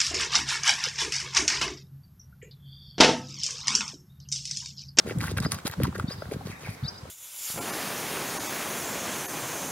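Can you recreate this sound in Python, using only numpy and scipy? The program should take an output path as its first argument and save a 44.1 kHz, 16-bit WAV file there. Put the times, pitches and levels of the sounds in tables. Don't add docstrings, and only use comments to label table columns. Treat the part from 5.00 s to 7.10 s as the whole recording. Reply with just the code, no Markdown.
import sys
import numpy as np
from scipy import signal
from scipy.fft import rfft, irfft
from scipy.io import wavfile
from scipy.ndimage import uniform_filter1d

SR = 44100
rng = np.random.default_rng(int(sys.argv[2]) if len(sys.argv) > 2 else 0)


def bounce(signal):
    frames = np.transpose(np.atleast_2d(signal))
    limited = np.clip(frames, -1, 1)
    pcm = np.round(limited * 32767).astype(np.int16)
    wavfile.write(sys.argv[1], SR, pcm)


def gain_from_db(level_db):
    decades = np.asarray(level_db, float) / 20
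    return 10 ** decades


N = 92610


def unit_rms(x):
    return x / np.sqrt(np.mean(x ** 2) + 1e-20)


def band(x, low_hz, high_hz, order=2):
    sos = signal.butter(order, [low_hz, min(high_hz, .45 * SR)], "band", fs=SR, output="sos")
    return signal.sosfilt(sos, x)


def at_hz(points, hz):
    table_hz, value = np.transpose(points)
    return np.interp(np.log(hz), np.log(table_hz), value)


def drift(rate_hz):
    knots = rng.standard_normal(400)
    path = np.interp(np.arange(N) / SR * rate_hz, np.arange(400), knots)
    return uniform_filter1d(path, size=100) * 1.2


def add(out, start_s, piece):
    i = max(int(start_s * SR), 0)
    out[i:i + len(piece)] += piece[:N - i]


# [f/Hz, level/dB]
AIR_COLOUR = [(150, 16), (250, -1.5), (436, 2), (628, -0.5), (1190, 0.5), (3390, -16), (4880, -4),
              (5230, -14.5), (15900, -24)]
# [f/Hz, share from 0 to 1]
LIKENESS = [(200, 0.92), (900, 0.0049), (6800, 0.26)]


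def air():
    out = 0
    edges = 200 * 2 ** np.arange(0, 6.6, .5)
    white = rng.standard_normal((2, 2, N))
    for k, (low, high) in enumerate(zip(edges, edges[1:])):
        mid, side = band(white[k % 2], low, high)
        hz = np.sqrt(low * high)
        alike = np.clip(at_hz(LIKENESS, hz), -1, 1)
        pair = np.sqrt(1 + alike) * mid + np.sqrt(1 - alike) * side * [[1], [-1]]
        flicker_db = 1.5 * drift(12)
        out = out + gain_from_db(at_hz(AIR_COLOUR, hz) + flicker_db) * pair
    return gain_from_db(-47.5) * unit_rms(out)


# [t/s, level/dB, f/Hz]
POPS = [(0.0015, -36, 1670), (0.0977, -33, 1710), (0.1095, -30, 1860), (0.0736, -48, 1950),
        (0.2071, -28, 1660), (0.2336, -33, 1160), (0.2402, -28, 1470), (0.2762, -32, 1690),
        (0.2821, -26.5, 2190), (0.3864, -25, 1380), (0.432, -33.5, 1120), (0.4509, -26.5, 1860),
        (0.4588, -28, 1290), (0.522, -29, 1140), (0.5882, -36.5, 1450), (0.6637, -36.5, 1183),
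        (0.675, -29, 1060), (0.738, -35, 1360), (0.723, -45.5, 1150), (0.7, -36, 1510), (0.802, -28, 502),
        (0.834, -27.5, 2360), (0.8454, -28, 1210), (0.853, -26, 996), (0.856, -31, 920),
        (0.8175, -34.5, 1180), (0.928, -37, 1100), (0.9532, -38, 1480), (0.958, -36.5, 1340),
        (0.9617, -32, 1470), (0.992, -41, 1220), (0.9987, -23.5, 1205), (1.027, -44, 1180),
        (1.1075, -38.5, 570), (1.2223, -32.5, 584), (1.2224, -33.5, 1310), (1.256, -43, 1320),
        (1.314, -37.5, 2080), (1.4105, -40.5, 780), (1.414, -43, 816), (2.055, -44.5, 600)]


def pops():
    ring_cycles, rise_cycles, crack_db = 3.5, 1.06, -6.5
    out, t = np.zeros(N), np.arange(700) / SR
    for s, db, hz in POPS:
        noise = rng.standard_normal(700)
        decay = np.exp(-t * hz / ring_cycles * 2)
        wobble = 1 + 0.16 * unit_rms(uniform_filter1d(noise, size=40))
        turn = 2 * np.pi * hz * np.cumsum(wobble) / SR
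        octave_below = gain_from_db(-6.0) * np.sin(turn / 2) * decay
        rise = np.minimum(t * hz / rise_cycles, 1)
        ring = (np.sin(turn) + octave_below) * decay * rise
        crack = gain_from_db(crack_db) * uniform_filter1d(noise, size=9) * decay ** 5.7
        add(out, s - .001, gain_from_db(db + 12.5) * (ring + crack))
    return out


# [t/s, level/dB]
SHUFFLE = [(.03, -45.5), (0.058, -39), (.3, -36), (.46, -32), (.61, -50), (0.689, -38), (.755, -63),
           (0.789, -29), (.9, -40), (.95, -35), (1.13, -41.5), (1.24, -45), (1.34, -42), (1.5, -41.5),
           (1.6, -55), (1.71, -44.5), (1.78, -51), (1.88, -40.5), (1.97, -47), (2.05, -48)]


def shuffle():
    s, db = np.transpose(SHUFFLE)
    level_db = np.interp(np.arange(N) / SR, s, db)
    lumps_db = 4 * drift(34.85)
    return gain_from_db(level_db + lumps_db) * unit_rms(band(rng.standard_normal(N), 62.5, 176))


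# [t/s, level/dB, f/Hz]
THUDS = [(0.1623, -26.5, 201), (0.136, -40, 127), (0.242, -31, 141), (0.254, -24.5, 137), (0.323, -32, 177),
         (0.343, -39, 126), (0.455, -20.5, 140), (0.536, -30.5, 152), (0.568, -34.5, 170),
         (0.781, -32.5, 152), (0.869, -28, 204), (0.177, -22, 115), (0.2247, -25, 192), (0.2953, -27, 109),
         (0.3727, -23, 111), (0.3924, -39, 119), (0.4075, -19.5, 161), (0.435, -31, 141), (0.466, -21, 214),
         (0.6544, -22, 223), (0.7932, -23, 172), (0.8103, -23, 212), (0.822, -19, 227),
         (0.8377, -17.5, 163), (0.8518, -21.5, 134), (0.701, -33, 94), (0.881, -22, 247),
         (0.892, -22.5, 147), (1.0438, -18, 170), (1.0865, -23, 175), (1.186, -32.5, 122),
         (1.266, -32, 106), (1.2912, -29.5, 138), (1.348, -27.5, 147), (1.3675, -25, 155),
         (1.395, -36, 126), (1.407, -40.5, 169), (1.4593, -25.5, 140), (1.5, -29.5, 147), (1.691, -25, 131),
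         (1.839, -25.5, 146), (1.8514, -25, 120), (1.831, -23.5, 117), (2.034, -31.5, 110),
         (0.057, -37, 154), (0.991, -31, 170)]


def thuds():
    width_cycles, half = 0.47, 1000
    out, phases = np.zeros(N), rng.uniform(0, 2 * np.pi, size=60)
    for (s, db, hz), phase in zip(THUDS, phases):
        turns = np.arange(-half, half) / SR * hz
        push = np.cos(2 * np.pi * turns + phase) * np.exp(-(turns / width_cycles) ** 2)
        add(out, s - half / SR, gain_from_db(db + 3.5) * push)
    return out


def body(tears, resonances):
    tear_colour_db, patchy_db = 4.5, 3.0
    out = 0
    for hz, width_hz, db in resonances:
        strength_db = tear_colour_db * rng.standard_normal(N) + patchy_db * drift(59.9)
        struck = tears * gain_from_db(strength_db) * rng.choice([-1, 1], N)
        r = np.exp(-np.pi * width_hz / SR)
        ring = signal.lfilter([1, 0, -1], [1, -2 * r * np.cos(2 * np.pi * hz / SR), r * r], struck)
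        out = out + gain_from_db(db) * unit_rms(ring)
    return unit_rms(out)


# [t/s, length/s, mouth level/dB, crisp level/dB]
BITES = [(0.059, 0.078, -40.5, -49.5), (0.199, 0.065, -38, -45.5), (0.252, 0.077, -36, -49.5),
         (0.367, 0.023, -33.5, -51), (0.413, 0.06, -39.5, -47.5), (0.508, 0.035, -37.5, -41),
         (0.543, 0.019, -41, -52), (0.562, 0.049, -46.5, -55.5), (0.652, 0.038, -34.5, -42),
         (0.718, 0.027, -39.5, -59), (0.806, 0.088, -43.5, -56), (0.946, 0.019, -39, -52.5),
         (0.977, 0.061, -49.5, -57), (1.092, 0.065, -43.5, -49), (1.309, 0.043, -45.5, -50),
         (1.452, 0.083, -46, -51.5), (1.6, 0.11, -46, -54.5), (1.7, 0.058, -66, -53.5)]
# [f/Hz, width/Hz, level/dB]
MOUTH = [(544, 78, -10), (1095, 210, 1), (1680, 270, 0), (2350, 530, -2.5), (3800, 2700, -2)]
# [f/Hz, width/Hz, level/dB]
CRISP = [(4700, 580, 3.5), (6700, 1600, 5.5), (9850, 2500, 2.9), (12000, 1200, -10), (14100, 3800, -37)]


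def bites():
    tears_per_s, spread_db, fizz_db = 2000, 3.8, -5.5
    t, dull, crisp = np.arange(N) / SR, 0, 0
    size = gain_from_db(spread_db * np.minimum(rng.exponential(1, N), 4))
    tears = unit_rms(size * (rng.random(N) < tears_per_s / SR))
    for s, length, mouth_db, crisp_db in BITES:
        edge = .25 * length
        nearest_end = np.minimum((t - s) * 2 + edge, s + length + edge - t)
        shape = np.clip(nearest_end / edge / 2, 0, 1) ** 2
        dull = dull + gain_from_db(mouth_db) * shape
        crisp = crisp + gain_from_db(crisp_db) * shape
    in_mouth = body(tears + gain_from_db(fizz_db - 18.5), MOUTH)
    in_carrot = body(tears + gain_from_db(fizz_db), CRISP)
    return dull * in_mouth + crisp * in_carrot


# [t/s, level/dB, f/Hz]
KNOCKS = [(.0635, -32, 503), (.0755, -31, 420), (.088, -33, 440), (.1115, -27.5, 417), (.121, -31.5, 580),
          (.241, -42, 524), (.317, -31, 443), (.462, -27, 570), (.488, -47, 410), (.955, -32, 510),
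          (.988, -31, 440), (1.2565, -44, 600), (1.3145, -34, 487), (1.3205, -26.5, 426), (1.327, -29, 580),
          (1.3445, -37, 480), (1.361, -34, 420), (1.472, -36, 445), (1.498, -41, 328), (1.635, -41, 497),
          (1.674, -34, 740), (1.683, -37, 850)]


def knocks():
    width_cycles, half = 0.7, 300
    out = np.zeros(N)
    for k, (s, db, hz) in enumerate(KNOCKS):
        turns = np.arange(-half, half) / SR * hz
        push = np.cos(2 * np.pi * turns + k) * np.exp(-(turns / width_cycles) ** 2)
        add(out, s - half / SR, (-1) ** k * gain_from_db(db + 3.5) * push)
    return out


# [t/s, level/dB, centre f/Hz]
SNAPS = [(0.0881, -45, 9900), (0.1858, -42.5, 7600), (0.2293, -43, 11500), (0.2454, -45, 10400),
         (0.2707, -39.5, 11000), (0.284, -45.5, 9400), (0.317, -42.5, 8600), (0.377, -37, 10900),
         (0.4012, -47.5, 8300), (0.4022, -32.5, 4700), (0.382, -34.5, 4400), (0.843, -39, 3870),
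         (0.85, -53, 9050), (0.426, -47, 8800), (0.5196, -24.5, 9000), (0.5449, -36, 9932.0),
         (0.6502, -48, 8100), (0.659, -60, 10993.0), (0.6777, -31, 10100), (0.697, -46, 12112.0),
         (0.713, -39.5, 12200), (0.8345, -29.5, 11100), (0.956, -59, 8800), (0.9804, -45, 10000),
         (1.321, -46.5, 9900), (1.595, -53, 7000), (1.694, -51, 4000), (1.707, -53.5, 9200),
         (1.749, -48.5, 5200)]


def snaps():
    snap_s, width, body_db = 0.0011, 0.14, -2.5
    out, t = np.zeros(N), np.arange(400) / SR
    for s, db, hz in SNAPS:
        burst = rng.standard_normal(400) * t / snap_s * np.exp(-t / snap_s * 2) * 5.46
        bright = band(burst, hz * (1 - width), hz * (1 + width))
        broad = gain_from_db(body_db) * band(burst, 1700, 9900)
        add(out, s - snap_s / 2, gain_from_db(db + 12.0) * (bright + broad))
    return out


def whistle(rows, start_s, db):
    s, hz, level_db = np.transpose(rows)
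    t = np.arange(N) / SR - start_s
    ends = np.clip(np.minimum(t - s[0], s[-1] - t) / .004, 0, 1)
    turn = 2 * np.pi * np.cumsum(np.interp(t, s, hz)) / SR
    voice = np.sin(turn) + gain_from_db(-26) * np.sin(2 * turn)
    return np.sqrt(2) * gain_from_db(db + np.interp(t, s, level_db)) * ends * voice


# [t/s, level/dB, top voice f/Hz]
SPARROW = [
    (.412, -46.0, 5300),
    (1.068, -42.5, 5500),
    (1.832, -40.0, 5950),
]
# [t/s, f/Hz, level/dB]
UPSTROKE = [(0, 2700, -20), (.010, 4450, -11), (.013, 4650, -9), (.030, 4400, -16)]
# [t/s, f/Hz, level/dB]
GLIDE = [(.010, 3600, -15), (.029, 3780, -8), (.040, 4400, -10), (.047, 4880, -3), (.053, 4970, -2),
         (.060, 4870, -5), (.064, 4750, -12), (.070, 4550, -18)]
# [t/s, f/Hz, level/dB]
OVERTONE = [(.014, 5500, -23), (.022, 5400, -19), (.034, 5150, -25)]


def sparrow():
    top_s, top_length_s, top_db = .051, .019, -11
    wall_s, wall_db = .098, -15.0
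    calls = np.zeros(N)
    for s, db, hz in SPARROW:
        top = [(top_s, hz, top_db), (top_s + top_length_s, hz * (1 - .08), top_db)]
        for part in (UPSTROKE, GLIDE, OVERTONE, top):
            calls = calls + whistle(part, s, db)
    calls = calls * gain_from_db(3.5 * drift(180) + 4.5)
    return calls + gain_from_db(wall_db) * np.roll(calls, int(wall_s * SR))


# [t/s, length/s, start f/Hz, end f/Hz, level/dB]
THRUSH = [
    (1.500, .036, 2800, 1500, -46.0),
    (1.560, .010, 3750, 3700, -54),
    (1.644, .028, 2680, 1700, -43.5),
]


def thrush():
    notes = np.zeros(N)
    for s, length, from_hz, to_hz, db in THRUSH:
        notes = notes + whistle([(0, from_hz, 0), (length, to_hz, -3.0)], s, db)
    return notes * gain_from_db(1.75 * drift(170))


def garden(x):
    t60_s = .55
    t = np.arange(30000) / SR
    tail = rng.standard_normal((2, 30000)) * gain_from_db(-60 * t / t60_s) * np.minimum(t / 0.0038, 1)
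    return signal.fftconvolve(x[None], tail / np.sqrt(np.sum(tail[0] ** 2)), axes=1)[:, :N]


def birds():
    near, far = sparrow(), thrush()
    left = near * gain_from_db(4.5) + far
    right = np.roll(near, shift=2) * gain_from_db(2.5) + far
    return np.array([left, right]) + garden(gain_from_db(-7.0) * near + gain_from_db(4.5) * far)


def ports(x):
    lead_s, treble = .00007, 0.58
    t = np.arange(600) / SR
    scatter = rng.standard_normal((2, 600)) * np.exp(-t / .005)
    scatter = scatter / np.sqrt(np.sum(scatter[0] ** 2))
    hz = np.arange(N // 2 + 1) * SR / N
    late = irfft(rfft(x) * np.exp(-2j * np.pi * hz * lead_s), N)
    top = band(x, 11270, 27000)
    left = x + treble * top
    right = late - treble * band(late, 9300, 16500)
    scattered = signal.fftconvolve((x + gain_from_db(-15) * 2 * top)[None], scatter, axes=1)[:, :N]
    return np.array([left, right]) + gain_from_db(-6.5) * scattered


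def scene():
    low = thuds() + shuffle()
    skew = gain_from_db(-31) * band(low, 208, 600) * 10
    ground = np.array([low - skew, low + skew])
    mouth = bites() + pops() + snaps() + knocks()
    return ports(mouth) + ground + birds() + air()


def top_cut(x):
    return signal.sosfilt(signal.butter(12, 16060, fs=SR, output="sos"), x)


def record(dry):
    x = signal.sosfilt(signal.butter(3, 60, "high", fs=SR, output="sos"), dry)
    x = signal.sosfilt(signal.ellip(12, 1, 80, 15880, fs=SR, output="sos"), x)
    return top_cut(x)


dry = scene()
out = record(dry)
bounce(out)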